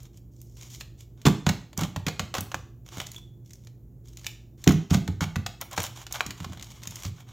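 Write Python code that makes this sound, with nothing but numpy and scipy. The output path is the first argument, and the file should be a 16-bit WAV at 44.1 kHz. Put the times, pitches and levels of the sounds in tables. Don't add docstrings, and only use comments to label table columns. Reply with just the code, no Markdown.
import sys
import numpy as np
from scipy import signal
from scipy.fft import rfft, irfft, next_fast_len
from scipy.io import wavfile
from scipy.ndimage import uniform_filter1d

SR = 44100
rng = np.random.default_rng(int(sys.argv[2]) if len(sys.argv) > 2 else 0)


def file_out(sig):
    cols = np.atleast_2d(sig).T
    lim = np.clip(cols, -1, 1)
    pcm = np.round(lim * 32767).astype(np.int16)
    wavfile.write(sys.argv[1], SR, pcm)


N = 322812


def undb(db):
    return 10 ** (np.asarray(db) / 20)


def colour(x, table, share=1):
    size = next_fast_len(x.shape[-1])
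    hz, db = np.transpose(table)
    gain = undb(share * np.interp(np.log(np.fft.rfftfreq(size, 1 / SR) + 1), np.log(hz + 1), db))
    return irfft(rfft(x, size) * gain, size)[..., :x.shape[-1]]


def band(x, lo_hz, hi_hz):
    sos = signal.butter(3, [lo_hz, hi_hz], "bandpass", fs=SR, output="sos")
    return signal.sosfilt(sos, x) * np.sqrt(SR / 2 / (hi_hz - lo_hz))


def ring(push, modes):
    out = 0
    for hz, db, t60 in modes:
        pole = np.exp(2j * np.pi * hz / SR - np.log(1000) / (t60 * SR))
        out += undb(db) * signal.lfilter([1], [1, -pole], push + 0j).imag
    return out


def waver(per_s, points):
    return np.interp(np.arange(N) / SR * per_s, np.arange(points), rng.standard_normal(points))


def add(track, s, sound):
    i = int(s * SR)
    track[..., i:i + sound.shape[-1]] += sound[..., :N - i]


# f/Hz, relative level/dB
RUMBLE_SPECTRUM = [(18, -36), (30, -18.5), (54, 5), (86, -12.5), (125, -8), (146, -15.5), (311, -27.5),
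                   (345, -19), (370, -33.5), (404, -27), (441, -33), (735, -43.5), (2000, -73.5),
                   (2600, -102), (4400, -120)]


def appliance_hum(tone_hz=119.5):
    mid, side = colour(rng.standard_normal((2, N)), RUMBLE_SPECTRUM)
    rumble = (mid + .05 * side * np.array([[1], [-1]])) / np.std(mid)
    phase_drift = np.cumsum(rng.standard_normal(N)) * 0.012
    tone = np.sqrt(2) * np.sin(2 * np.pi * tone_hz * np.arange(N) / SR + phase_drift)
    hiss = colour(rng.standard_normal(N), [(1000, -13.5), (3300, -5), (6000, 4), (15000, 26.5)])
    return undb(-46) * rumble + undb(-52) * tone + undb(-91) * hiss


# low f/Hz, high f/Hz
FOIL_BANDS = [(500, 1800), (1800, 4500), (4500, 8500), (8500, 15800)]
FRICTION_GAINS = [1, -3, -3.5, 3]
# start t/s, end t/s, level/dB, extra body/dB
SLIDES = [(0, 0.073, -62, -11.5), (0.134, 0.186, -66.5, -14), (0.316, 0.572, -69, -38),
          (0.57, 0.682, -52.5, -14.5), (0.698, 0.83, -52, -21), (0.982, 1.037, -56.5, -20),
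          (1.174, 1.265, -71.5, -3), (1.261, 1.283, -30, 2), (1.468, 1.506, -39.5, 1),
          (1.778, 1.856, -46, 3), (2.07, 2.097, -47.5, 6), (2.353, 2.4, -47.5, 2), (2.856, 2.94, -57.5, -8),
          (2.92, 3.043, -45.5, -6.5), (3.031, 3.195, -58, -11.5), (3.452, 3.603, -67, -23),
          (3.608, 3.708, -68, -20), (4.047, 4.165, -65, -16.5), (4.171, 4.322, -62.5, -12),
          (4.583, 4.668, -62, -10), (4.669, 4.72, -48, 8.5), (4.907, 4.975, -43, -3),
          (5.214, 5.244, -37.5, 1.5), (5.613, 5.627, -42, 3.5), (5.718, 5.745, -46.5, 4),
          (5.767, 5.877, -42, -9), (5.956, 6.035, -49.5, -5.5), (6.111, 6.204, -48, -1),
          (6.174, 6.315, -59, 3), (6.37, 6.553, -59.5, -5), (6.545, 6.67, -63, -1.5),
          (6.63, 6.817, -56.5, -8), (6.821, 6.964, -53.5, -7.5), (6.955, 7.09, -47.5, -9),
          (7.152, 7.231, -60, -3.5), (7.273, 7.336, -60, -3)]


def foil_rustle():
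    gains = np.zeros((4, N))
    for start_s, end_s, db, body_db in SLIDES:
        bands_db = db + body_db * np.array([1, 0.38, 0, 0]) + FRICTION_GAINS
        gains[:, int(start_s * SR):int(end_s * SR)] = undb(bands_db)[:, None]
    gains = uniform_filter1d(gains, int(.02 * SR), axis=1)
    grain = np.exp(-np.arange(300) / SR / 0.0021)
    *crackles, shared = [(rng.random(N) < 50 / SR) * undb(3.37 * rng.exponential(size=N))
                         for _ in range(5)]
    grip = undb(2.6 * waver(per_s=30, points=300))
    out = 0
    for gain, own, edges in zip(gains, crackles, FOIL_BANDS):
        envelope = 0.61 * grip + signal.fftconvolve(0.22 * own + 1.39 * shared, grain)[:N]
        out += gain * band(envelope * rng.standard_normal(N), *edges)
    return out


# f/Hz, width/Hz, level/dB
PACK_RESONANCES = [(1019, 730, 4.5), (2245, 180, 6.5), (3190, 660, 7.5), (5510, 240, 0)]


def pack_resonance(friction):
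    return friction + sum(undb(db) * signal.lfilter(*signal.iirpeak(hz, hz / width, SR), friction)
                          for hz, width, db in PACK_RESONANCES)


SNAP_GAINS = [1, 2, 0, 6.5]
# t/s, level/dB, pitch/octaves above 1 kHz
CREASES = [(0.031, -33, 4), (0.1725, -41.5, 3), (0.4158, -17.5, 5), (0.6299, -36.5, 2),
           (0.8084, -24.5, 1.02), (1.2158, -38, 2), (1.2535, -11.5, 0.4), (1.2659, -11, .1),
           (1.2751, -28, 4), (1.4647, -16, 0), (1.4898, -14, 0.6), (1.73, -36.5, 0.5), (1.7756, -18.5, 3),
           (1.8102, -21.5, 2.7), (1.834, -24, 1), (1.9609, -21.5, 0), (2.0657, -19, 1),
           (2.0825, -18.5, 0.5), (2.1942, -13.5, 0.14), (2.34, -16, .3), (2.3492, -18.5, 0),
           (2.3701, -31, 1.4), (2.382, -23.5, 1.5), (2.407, -10, 4), (2.5162, -26, 0.2),
           (2.5433, -20.5, -0.3), (2.921, -39, -1.5), (2.9439, -46.5, 1), (3.0005, -20.5, 0.4),
           (3.0674, -28.5, 2), (3.1163, -31, 3), (3.1636, -35, 3.5), (3.5066, -39, 2), (3.533, -35, 2.5),
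           (3.67, -40, 1), (4.085, -45, 3), (4.1714, -33, 1.78), (4.194, -43, 2.2), (4.244, -32, 1.2),
           (4.2658, -20, 1.56), (4.6399, -23, 2.05), (4.675, -11, 0.76), (4.6899, -15.5, 0.7),
           (4.7207, -25.5, 2.6), (4.9058, -21.5, .8), (4.9441, -15.5, 0.64), (5.0771, -23.5, -0.22),
           (5.2072, -19, 0.06), (5.3573, -20.5, 0), (5.4625, -17, .5), (5.6127, -14.5, 3.8),
           (5.712, -31, 3), (5.73, -26, 2.7), (5.7771, -12.5, -0.26), (5.792, -24, -0.6), (5.8314, -14, 4),
           (6.066, -28.5, 0.5), (6.1244, -17.5, 2.94), (6.1954, -33, 1), (6.2062, -17.5, 0.1),
           (6.2633, -22, 1.6), (6.3058, -21.5, 0.9), (6.4018, -31, .3), (6.4436, -26, 0.2),
           (6.521, -35, 0.3), (6.5953, -38.5, 1.5), (6.611, -41, 1.5), (6.625, -26, 1.9), (6.643, -37, 2),
           (6.834, -28, 2), (6.8725, -23, 2), (6.908, -31, 3), (6.9567, -26.5, 2.5), (7.051, -28, 0.7),
           (7.062, -30.5, 1)]


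def crease_snaps(ring_cycles=16):
    t = np.arange(2000) / SR
    forces, panel = np.zeros((4, N)), np.zeros(N)
    centres = np.log2(np.sqrt(np.prod(FOIL_BANDS, axis=1)) / 1000)
    kick = signal.unit_impulse(len(t), idx=25)
    for s, db, pitch in CREASES:
        noise, jitter = rng.standard_normal((4, len(t))), rng.standard_normal(len(t))
        slips = undb(1.7 * jitter + 12.4 * uniform_filter1d(jitter, size=30))
        decay_s = 0.00463 * .8 ** pitch
        burst = slips * np.minimum(t / 0.00078, 1) * np.exp(-(t / decay_s) ** 0.99)
        loss_db = np.maximum(10 * (pitch - centres), 4 * (centres - pitch))
        add(forces, s, undb(db - loss_db + SNAP_GAINS)[:, None] * burst * noise)
        hz = min(1000 * 2. ** pitch, 15000)
        add(panel, s, ring(kick, [(hz, db - 9.5, ring_cycles / hz)]))
    return undb(-9) * sum(band(force, *edges) for force, edges in zip(forces, FOIL_BANDS)) + panel


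# f/Hz, level/dB, t60/s
TABLE_MODES = [(60.3, -4, 0.18), (93.5, 1, 0.19), (167.7, 0.5, 0.073), (177, -7.5, 0.068),
               (261.5, -11.5, 0.14), (298, -11, 0.14), (327.6, -14.5, 0.15), (393.4, -8.5, 0.11),
               (682.6, -13.5, 0.077)]
# t/s, level/dB, edge strike/dB relative to that level
LANDINGS = [(1.254, -14, 0), (1.268, -12.5, 0), (1.467, -13.5, -10), (1.779, -25.5, -10),
            (1.819, -22.5, -8), (1.963, -27, -15.5), (2.065, -23.5, -8.5), (2.198, -30, -13.5),
            (2.382, -28, -6.5), (2.543, -37, -8.5), (2.97, -36.5, -2.5), (4.671, -9, -0.5), (4.692, -9, -6),
            (4.911, -12.5, -13.5), (4.947, -13.5, -12.5), (5.085, -21.5, -12.5), (5.214, -20.5, -15.5),
            (5.364, -24, -16), (5.779, -29, -8), (6.261, -39.5, 3), (6.405, -34.5, -10),
            (6.462, -36.5, -11), (6.497, -38.5, -5), (6.567, -46, -5.5), (6.869, -41, -8.5),
            (7.053, -31.5, -16)]


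def pack_slaps(push_s=0.00424, edge_s=0.00065):
    out = 0
    spots_db = 2.72 * rng.standard_normal((len(LANDINGS), len(TABLE_MODES)))
    for mode, mode_spots_db in zip(TABLE_MODES, spots_db.T):
        lowest, upper = mode[0] < 110, mode[0] >= 230
        contact = np.hanning(int((edge_s if upper else push_s) * SR))
        force = np.zeros(N)
        for (s, db, edge_db), spot_db in zip(LANDINGS, mode_spots_db):
            if lowest:
                db = -37.5 + 0.4546 * (db + 37.5) - 0.32 * edge_db
            elif upper:
                db += edge_db
            add(force, s, undb(db + spot_db) * contact / contact.sum())
        out += ring(force, [mode])
    return out


# t/s, level/dB, f/Hz
AIR_POCKETS = [(2.5436, -13, 1300), (6.2066, -8, 1900)]


def air_pops(bounce_s=0.001265):
    out = np.zeros(N)
    for s, db, hz in AIR_POCKETS:
        phase = np.pi * hz * (np.arange(80) / SR - 1 / hz)
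        pulse = undb(db) * (1 - 2 * phase ** 2) * np.exp(-phase ** 2)
        add(out, s, pulse)
        add(out, s + bounce_s, undb(-4.5) * pulse)
    return out


# f/Hz, level/dB, t60/s
PING_MODES = [(3420, 10.5, 0.13), (3483, -2, 0.25)]


def ping(at_s=3.163):
    tick = undb(-50.5) * signal.unit_impulse(N, idx=int(at_s * SR))
    return ring(tick, PING_MODES) * (1 + waver(per_s=150, points=1200))


# f/Hz, t60/s, level/dB
ROOM_DECAY = [(320, 0.33, -1.5), (1090, 0.4, -9.5), (3240, 0.4, -7), (7000, 0.41, -11), (14000, 0.28, -7.5)]


def room(x):
    t = np.arange(int(.6 * SR)) / SR
    centres = np.array(ROOM_DECAY)[:, 0]
    edges = [60, *np.sqrt(centres[1:] * centres[:-1]), 18000]
    place = np.arange(N) // 1500 % 3
    out = 0
    for k in range(3):
        tail = 0
        for (_, t60, db), lo, hi in zip(ROOM_DECAY, edges, edges[1:]):
            mid, side = rng.standard_normal((2, len(t)))
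            fall = undb(-60 * t / t60) * np.minimum(t / 0.0016, 1)
            sos = signal.butter(2, [lo, hi], "bandpass", fs=SR, output="sos")
            noise = signal.sosfilt(sos, mid + 0.014 * side * np.array([[1], [-1]]))
            tail += undb(db) * noise * fall / np.sqrt(np.sum(fall ** 2))
        share = uniform_filter1d(1. * (place == k), size=200)
        out += signal.fftconvolve((x * share)[None], tail, axes=1)[:, :N]
    return out


def scene():
    handling = crease_snaps() + .5 * pack_resonance(foil_rustle()) + ping()
    pops, slaps = air_pops(), pack_slaps()
    pan_db = 0.55 * waver(per_s=10, points=80)
    direct = (handling + pops) * undb([pan_db, -pan_db]) + slaps
    return direct + room(handling + .5 * pops + slaps) + appliance_hum()


# f/Hz, left minus right level/dB
PORT_BALANCE = [(30, -.9), (70, -.5), (160, -2.8), (300, -1.3), (600, -1), (1200, -.5), (8000, -.4),
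                (14000, 0)]
# f/Hz, gain/dB
MIC_RESPONSE = [(300, 4), (2000, 1.5), (5000, 2.5), (6900, 10), (7800, 0.5), (9500, -8), (12000, -6),
                (14500, -3), (15600, -8.5)]


def record(dry):
    ports = np.array([colour(dry[0], PORT_BALANCE, .5), colour(dry[1], PORT_BALANCE, -.5)])
    bass_cut = signal.butter(2, 105.5, "highpass", fs=SR, output="sos")
    top_cut = signal.ellip(10, .2, 80, 16000, fs=SR, output="sos")
    return signal.sosfilt(top_cut, signal.sosfilt(bass_cut, colour(ports, MIC_RESPONSE)))


dry = scene()
out = record(dry)
file_out(out)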